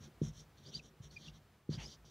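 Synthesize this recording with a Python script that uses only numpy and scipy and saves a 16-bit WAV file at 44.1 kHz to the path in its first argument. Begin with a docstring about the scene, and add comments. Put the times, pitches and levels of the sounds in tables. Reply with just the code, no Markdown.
"""A felt marker writes quick strokes on a whiteboard, close up: tiny random slips ring its tip in a low,
a gliding middle and a high band, and make the thin board rumble and hiss. Stick-slip adds short squeaks,
gliding tones with one overtone. Soft contacts thud: a push, then decaying board modes. Once the hand
brushes the board, as noise in rising resonances. Behind lie a soft low rustle and a low thrum, both
filtered noise with drawn levels, and the shaped noise of a quiet classroom with a very short echo tail."""
import sys
import numpy as np
from scipy import signal
from scipy.fft import rfft, irfft
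from scipy.io import wavfile
from scipy.ndimage import uniform_filter1d

SR = 44100
rng = np.random.default_rng(int(sys.argv[2]) if len(sys.argv) > 2 else 0)


def int16_out(signal):
    """Quantize to a 16-bit WAV file."""
    q = np.round(np.clip(np.atleast_2d(signal).T, -1, 1) * 32767)
    wavfile.write(sys.argv[1], SR, q.astype(np.int16))


N = 92610  # samples, 2.1 s


def amp(db):
    """Amplitude factor for a level in dB."""
    return 10 ** (np.asarray(db) / 20)


def evened(x):
    """Scales a sound to an RMS of one."""
    return x / np.sqrt(np.mean(x ** 2) + 1e-20)


def add(mix, start_s, sound):
    """Lays a sound into the mix at its start time, cut at the end of the mix."""
    part = mix[max(round(start_s * SR), 0):][:len(sound)]
    part += sound[:len(part)]


def resonate(x, hz, width):
    """A resonance, fixed or gliding, applied twice for steep sides: shift to 0 Hz, smooth, shift back."""
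    turn = np.exp(2j * np.pi * np.cumsum(hz * np.ones(len(x))) / SR)
    r = np.exp(-np.pi * width / SR)
    smoothed = signal.lfilter([(1 - r) ** 2], [1, -2 * r, r * r], x / turn)
    return 2 * (turn * smoothed).real


def rings(x, table):
    """Sum of resonances of alternating sign, at an RMS of one."""
    return evened(sum((-1) ** k * amp(db) * resonate(x, hz, width)
                      for k, (hz, width, db) in enumerate(table)))


SWELL_POWER, FLOOR_SHARE = 2.0, 0.3  # sharpness of the peaked part; share of the flat-topped part


def swell(length, peak):
    """Pressure of one gesture: rises to the peak place and falls again."""
    u = np.arange(0, length, 1 / SR) / length
    peak = np.clip(peak, 0.05, 0.95)
    arch = np.sin(np.pi / 2 * np.minimum(u / peak, (1 - u) / (1 - peak)))
    flat_top = np.tanh(4 * arch)
    return FLOOR_SHARE * flat_top + (1 - FLOOR_SHARE) * arch ** SWELL_POWER


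GRIT_DB, GUST_DB = 1.5, 1.5  # level spread in dB: grain (fast), gusts (slow)


def slips():
    """Dense tiny slips: noise of uneven size under a wavering pressure."""
    noise, fast, slow = rng.standard_normal((3, N))
    grit = GRIT_DB * evened(uniform_filter1d(fast, 60))
    gust = GUST_DB * evened(uniform_filter1d(slow, 600))
    return noise * amp(grit + gust)


# The pen strokes, each with its balance of tip bands and board rumble before the pressure swell:
# (start t/s, length t/s, peak place 0-1, low band level/dB, middle band level/dB, high band level/dB,
#  middle band start f/Hz, middle band end f/Hz, rumble drive level/dB)
PEN_STROKES = [(0.0, 0.087, 0.48, -66, -73, -63.5, 4630, 4460, -52.5),
               (0.216, .1, 0.26, -62, -83, -56.5, 4570, 4440, -49.5),
               (0.323, 0.12, 0.64, -66.5, -71.5, -61, 3420, 5140, -60.5),
               (0.57, 0.062, 0.1, -72.5, -77, -75.5, 4000, 4730, -62.5),
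               (0.619, .1, 0.63, -64, -67.5, -66, 4030, 5200, -56),
               (0.71, 0.094, 0.55, -57, -60.5, -59, 3260, 4700, -55.5),
               (0.815, 0.086, 0.52, -68.5, -83, -67, 4600, 4600, -64.5),
               (1.017, 0.074, 0.31, -64.5, -85, -65, 3750, 3000, -56.5),
               (1.111, 0.073, 0, -69, -68.5, -66, 4540, 4450, -57),
               (1.165, 0.15, 0.68, -60, -65, -65, 4180, 4730, -56),
               (1.318, 0.073, 0.57, -67.5, -79.5, -72.5, 4640, 4300, -62),
               (1.696, .085, 0.52, -56.5, -57, -58.5, 4320, 5100, -45.5),
               (1.776, 0.12, 0.53, -68, -61, -58.5, 4200, 5160, -54),
               (1.856, 0.11, 0.66, -62.5, -61.5, -61.5, 4440, 4920, -70),
               (2.047, 0.094, 0.07, -69, -75.5, -68.5, 4800, 4720, -80)]
# Fixed rings of the felt tip, lower group: (f/Hz, width f/Hz per pass, relative level/dB)
LOW_TIP_RINGS = [(3150, 400, 0), (3650, 500, -1), (4150, 400, -6)]
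# Fixed rings of the felt tip, upper group: (f/Hz, width f/Hz per pass, relative level/dB)
HIGH_TIP_RINGS = [(5665, 605, 5), (6374, 525, -2.5), (6896, 720, -6), (8450, 8000, -22)]
MID_WIDTH, NOTCH_HZ, NOTCH_Q, TIP_FROM_HZ = 750, 5230, 22, 2600  # width in Hz per pass
SKIN_HZ, SKIN_WIDTH, SKIN_DB = 1310, 1970, -5  # board skin: Hz, Hz per pass, gain in dB


def strokes():
    """Felt sliding: slips ring the tip and shake the board."""
    grit, hiss, shake = slips(), np.zeros(N), np.zeros(N)
    low = rings(slips(), LOW_TIP_RINGS)
    high = rings(slips(), HIGH_TIP_RINGS)
    for start, length, peak, low_db, mid_db, high_db, hz0, hz1, rumble_db in PEN_STROKES:
        shape = swell(length, peak)
        at = np.clip(round(start * SR) + np.arange(len(shape)), 0, N - 1)
        mid = evened(resonate(grit[at], np.linspace(hz0, hz1, len(at)), MID_WIDTH))
        tip = amp(low_db) * low[at] + amp(mid_db) * mid + amp(high_db) * high[at]
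        add(hiss, start, shape * tip)
        add(shake, start, shape * amp(rumble_db))

    # the tip bands: one narrow notch, and nothing much below the low cut
    hiss = signal.lfilter(*signal.iirnotch(NOTCH_HZ, NOTCH_Q, fs=SR), hiss)
    b, a = signal.butter(2, TIP_FROM_HZ, "high", fs=SR)
    tip_hiss = signal.lfilter(b, a, hiss)

    # the board under the pen: its modes with 120 dB/s of extra damping
    t = np.arange(SR // 2) / SR
    drive = shake * rng.standard_normal(N)
    damped = board_ring() * amp(-120 * t)
    rumble = signal.fftconvolve(drive, damped / np.linalg.norm(damped))[:N]
    skin_hiss = amp(SKIN_DB) * resonate(drive, SKIN_HZ, SKIN_WIDTH)
    return tip_hiss + rumble + skin_hiss


# Short squeaks of the tip, level before a common lift and the fade-in and fade-out:
# (middle t/s, length t/s, start f/Hz, end f/Hz, level/dB, overtone relative level/dB,
#  roughness: 0 steady, 1 all flutter)
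TIP_SQUEAKS = [(0.584, 0.025, 4100, 4710, -71.5, -33, 1.1), (0.668, .026, 4470, 4980, -56.5, -32, 0.3),
               (0.696, .03, 5400, 5850, -60, -26, 0.74), (0.755, .018, 4516, 4870, -41.5, -37, 0.06),
               (0.742, 0.011, 4500, 4230, -52, -30, 0.6), (0.765, 0.012, 4780, 4820, -49.5, -35, 0.2),
               (0.74, 0.027, 2936, 3190, -60.5, -22, 1), (0.798, .016, 2840, 2360, -53.5, -26, 0.31),
               (1.112, 0.017, 4500, 4170, -66, -30, 0.8), (1.171, .022, 2503, 2340, -49, -12.5, 0.14),
               (1.268, 0.0247, 3264, 3595, -59, -39, .9), (1.285, 0.0097, 2700, 2900, -52.5, -10, 0.2),
               (1.738, 0.044, 4400, 4846, -54.5, -26, 0.95), (1.845, .035, 4650, 4820, -63, -26, .6),
               (1.862, .016, 4850, 5400, -51.5, -29, 0.06)]
WAVER = 0.006  # RMS pitch wobble, share of the frequency
SQUEAK_LIFT_DB = 5.5


def squeaks():
    """Regular stick-slip: a short gliding whistle with one overtone."""
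    out = np.zeros(N)
    wobble = evened(uniform_filter1d(rng.standard_normal(N), 120))
    flutter = evened(resonate(rng.standard_normal(N), 0, 440))  # low-passed noise
    for middle, length, hz0, hz1, db, over_db, rough in TIP_SQUEAKS:
        u = np.arange(0, length, 1 / SR) / length
        start = middle - length / 2
        first = round(start * SR)
        hz = (hz0 + (hz1 - hz0) * u) * (1 + WAVER * wobble[first:][:len(u)])
        grip = 1 - rough + rough * flutter[first:][:len(u)]
        turn = 2 * np.pi * np.cumsum(hz) / SR
        tone = np.sin(turn) + amp(over_db) * np.sin(2 * turn)
        fade = np.sin(np.pi * u) ** 1.25
        add(out, start, amp(db + SQUEAK_LIFT_DB) * grip * fade * tone)
    return out


# Modes of the thin board: (f/Hz, relative level/dB, time to fall by 60 dB t/s)
BOARD_MODES = [(50.6, -19.5, 0.77), (95.5, -14.5, 0.43), (115, -12, 0.38), (150, 1, .24), (163, -8, .3),
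               (215.3, -6, 0.252), (278.5, -13.5, 0.17), (355, -8, 0.097), (407.4, -14.5, 0.17),
               (518, -16.5, 0.12)]
BUILD_CYCLES = 0.18  # build-up time constant, in cycles of each mode


def board_ring():
    """The board's answer to a short push; low modes take longer to build."""
    t = np.arange(SR // 2) / SR
    ring = np.zeros(len(t))
    for hz, db, t60 in BOARD_MODES:
        build = 1 - np.exp(-t * hz / BUILD_CYCLES)
        ring += amp(db - 60 * t / t60) * build * np.sin(2 * np.pi * hz * t)
    return ring


# Soft contacts with the board, level before the push and ring gains:
# (start t/s, level/dB, contact time t/ms: half the length of the whole push)
CONTACTS = [(.003, -46.5, 7), (0.2142, -26, 3.73), (0.997, -44, 8.6), (1.6897, -29.5, 3.92),
            (1.772, -38, 7.6), (2.045, -56.5, 1.2)]
PUSH_DB, RING_DB = 2, -1.5  # gains of the push and of the ringing modes


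def knocks():
    """A soft contact pushes the board in, then its modes ring."""
    out, ring = np.zeros(N), board_ring()
    for start, db, contact_ms in CONTACTS:
        u = np.arange(0, 2 * contact_ms / 1000, 1 / SR) * 1000 / contact_ms - 1
        force = np.exp(-9 * u ** 2)
        push = (1 - 18 * u ** 2) * force  # the bell's curvature, sign turned
        add(out, start, -amp(db + PUSH_DB) * push)
        softened_ring = signal.fftconvolve(ring, force / force.sum())
        add(out, start + contact_ms / 2600, amp(db + RING_DB) * softened_ring)
    return out


# Resonances of the brushing hand: (start f/Hz, width f/Hz per pass, level/dB before the swell)
BRUSH_RINGS = [(797, 330, -59), (2140, 660, -61.5), (2660, 1300, -54.5)]
BRUSH_S, BRUSH_LENGTH_S, BRUSH_PEAK = 1.772, 0.093, 0.36  # start, length, peak place 0-1
BRUSH_RISE = 0.14  # share by which its rings climb


def brush():
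    """The hand brushes along the board: one noise burst through rising resonances."""
    out, shape = np.zeros(N), swell(BRUSH_LENGTH_S, BRUSH_PEAK)
    noise = rng.standard_normal(len(shape))
    climb = np.linspace(1, 1 + BRUSH_RISE, len(shape))
    rub = sum(amp(db) * evened(resonate(noise, hz * climb, width)) for hz, width, db in BRUSH_RINGS)
    add(out, BRUSH_S, shape * rub)
    return out


# Level of the low rustle over time: (t/s, level/dB)
RUSTLE_CURVE = [(0, -66.5), (.15, -75), (.25, -69.5), (.5, -80), (.62, -74.5), (.68, -63.5), (.85, -68.5),
                (.98, -73), (1.1, -75.5), (1.28, -72.5), (1.4, -82.5), (1.65, -81.5), (1.75, -67),
                (1.88, -65), (1.95, -75.5), (2.1, -73)]
RUSTLE_HZ, RUSTLE_WIDTH = 310, 365  # width in Hz per pass


def rustle():
    """A soft low rustle around 310 Hz: uneven noise through one resonance, with its own drawn level."""
    t, db = np.transpose(RUSTLE_CURVE)
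    level = amp(np.interp(np.arange(N) / SR, t, db))
    return level * evened(resonate(slips(), RUSTLE_HZ, RUSTLE_WIDTH))


# Level of the low thrum over time, before the final low cut: (t/s, level/dB)
THRUM_CURVE = [(0.0, -58), (0.16, -73), (0.26, -52), (0.5, -72), (0.69, -80), (0.77, -58), (1.24, -70.5),
               (1.3, -58), (1.48, -77), (1.65, -78), (1.74, -51), (2.1, -64)]
THRUM_HZ, THRUM_WIDTH = 54.5, 16  # width in Hz per pass


def thrum():
    """A low thrum near 54 Hz: noise through one narrow resonance, with a drawn level."""
    t, db = np.transpose(THRUM_CURVE)
    level = amp(np.interp(np.arange(N) / SR, t, db))
    return level * evened(resonate(rng.standard_normal(N), THRUM_HZ, THRUM_WIDTH))


# Spectrum of the room noise: (f/Hz, relative level/dB per Hz)
ROOM_SPECTRUM = [(35, -18), (52, 1), (65, -0.5), (80, 6.5), (150, 3), (200, -4.5), (270, -9.5), (500, -11),
                 (730, -11), (1440, -14.5), (5170, -24.5), (9000, -31), (15500, -30.5)]
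# Slow swell of the room noise: (t/s, relative level/dB)
ROOM_CURVE = [(0, 2.5), (.5, 1.5), (.8, -0.5), (1.3, 1), (1.55, -0.5), (1.65, -3.5), (1.9, 2.5),
              (2.1, -0.5)]
ROOM_DB = -66.5  # level before the swell and the final low cut


def room_tone():
    """Quiet room noise, shaped in its spectrum, with a slow swell."""
    f, db = np.transpose(ROOM_SPECTRUM)
    t, swell_db = np.transpose(ROOM_CURVE)
    hz = np.fft.rfftfreq(N, 1 / SR)
    shape = amp(np.interp(np.log(hz + 1), np.log(f + 1), db))
    noise = irfft(rfft(rng.standard_normal(N)) * shape, N)
    return evened(noise) * amp(ROOM_DB + np.interp(np.arange(N) / SR, t, swell_db))


WET_DB, SIDE_DB, TAIL_S = -17.5, -44, 0.09  # tail gain, gain of its side part, time to fall by 60 dB


def scene():
    """Sums the near sounds, their short room tail and the background, with a faint stereo side."""
    near = strokes() + squeaks() + knocks() + brush()
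    t = np.arange(SR // 2) / SR
    # noise tails, silent for the first 8 ms
    tails = rng.standard_normal((2, len(t))) * amp(-60 * t / TAIL_S) * (t > 0.008)
    tails = tails / np.linalg.norm(tails[0])
    wet, apart = signal.fftconvolve(near[None], tails, axes=1)[:, :N]
    mono = near + amp(WET_DB) * wet + room_tone() + thrum() + rustle()
    side = amp(SIDE_DB) * apart
    return np.array([mono + side, mono - side])


HISS_DB, HISS_FROM_HZ = -85, 4400
LOW_CUT_HZ, EDGE_HZ = 47.3, 15750  # low cut of each of two passes; upper band limit


def record(dry):
    """A double low cut, a faint hiss of opposite sign in the two channels, then the band limit."""
    b, a = signal.butter(1, HISS_FROM_HZ, "high", fs=SR)
    hiss = evened(signal.lfilter(b, a, rng.standard_normal(N)))
    cut = signal.butter(2, LOW_CUT_HZ, "high", fs=SR, output="sos")
    dry = signal.sosfilt(cut, signal.sosfilt(cut, dry))
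    wired = dry + amp(HISS_DB) * np.array([hiss, -hiss])
    band = signal.firwin(1023, EDGE_HZ, window=("kaiser", 9), fs=SR)
    return signal.oaconvolve(wired, band[None], "same")


dry = scene()
out = record(dry)
int16_out(out)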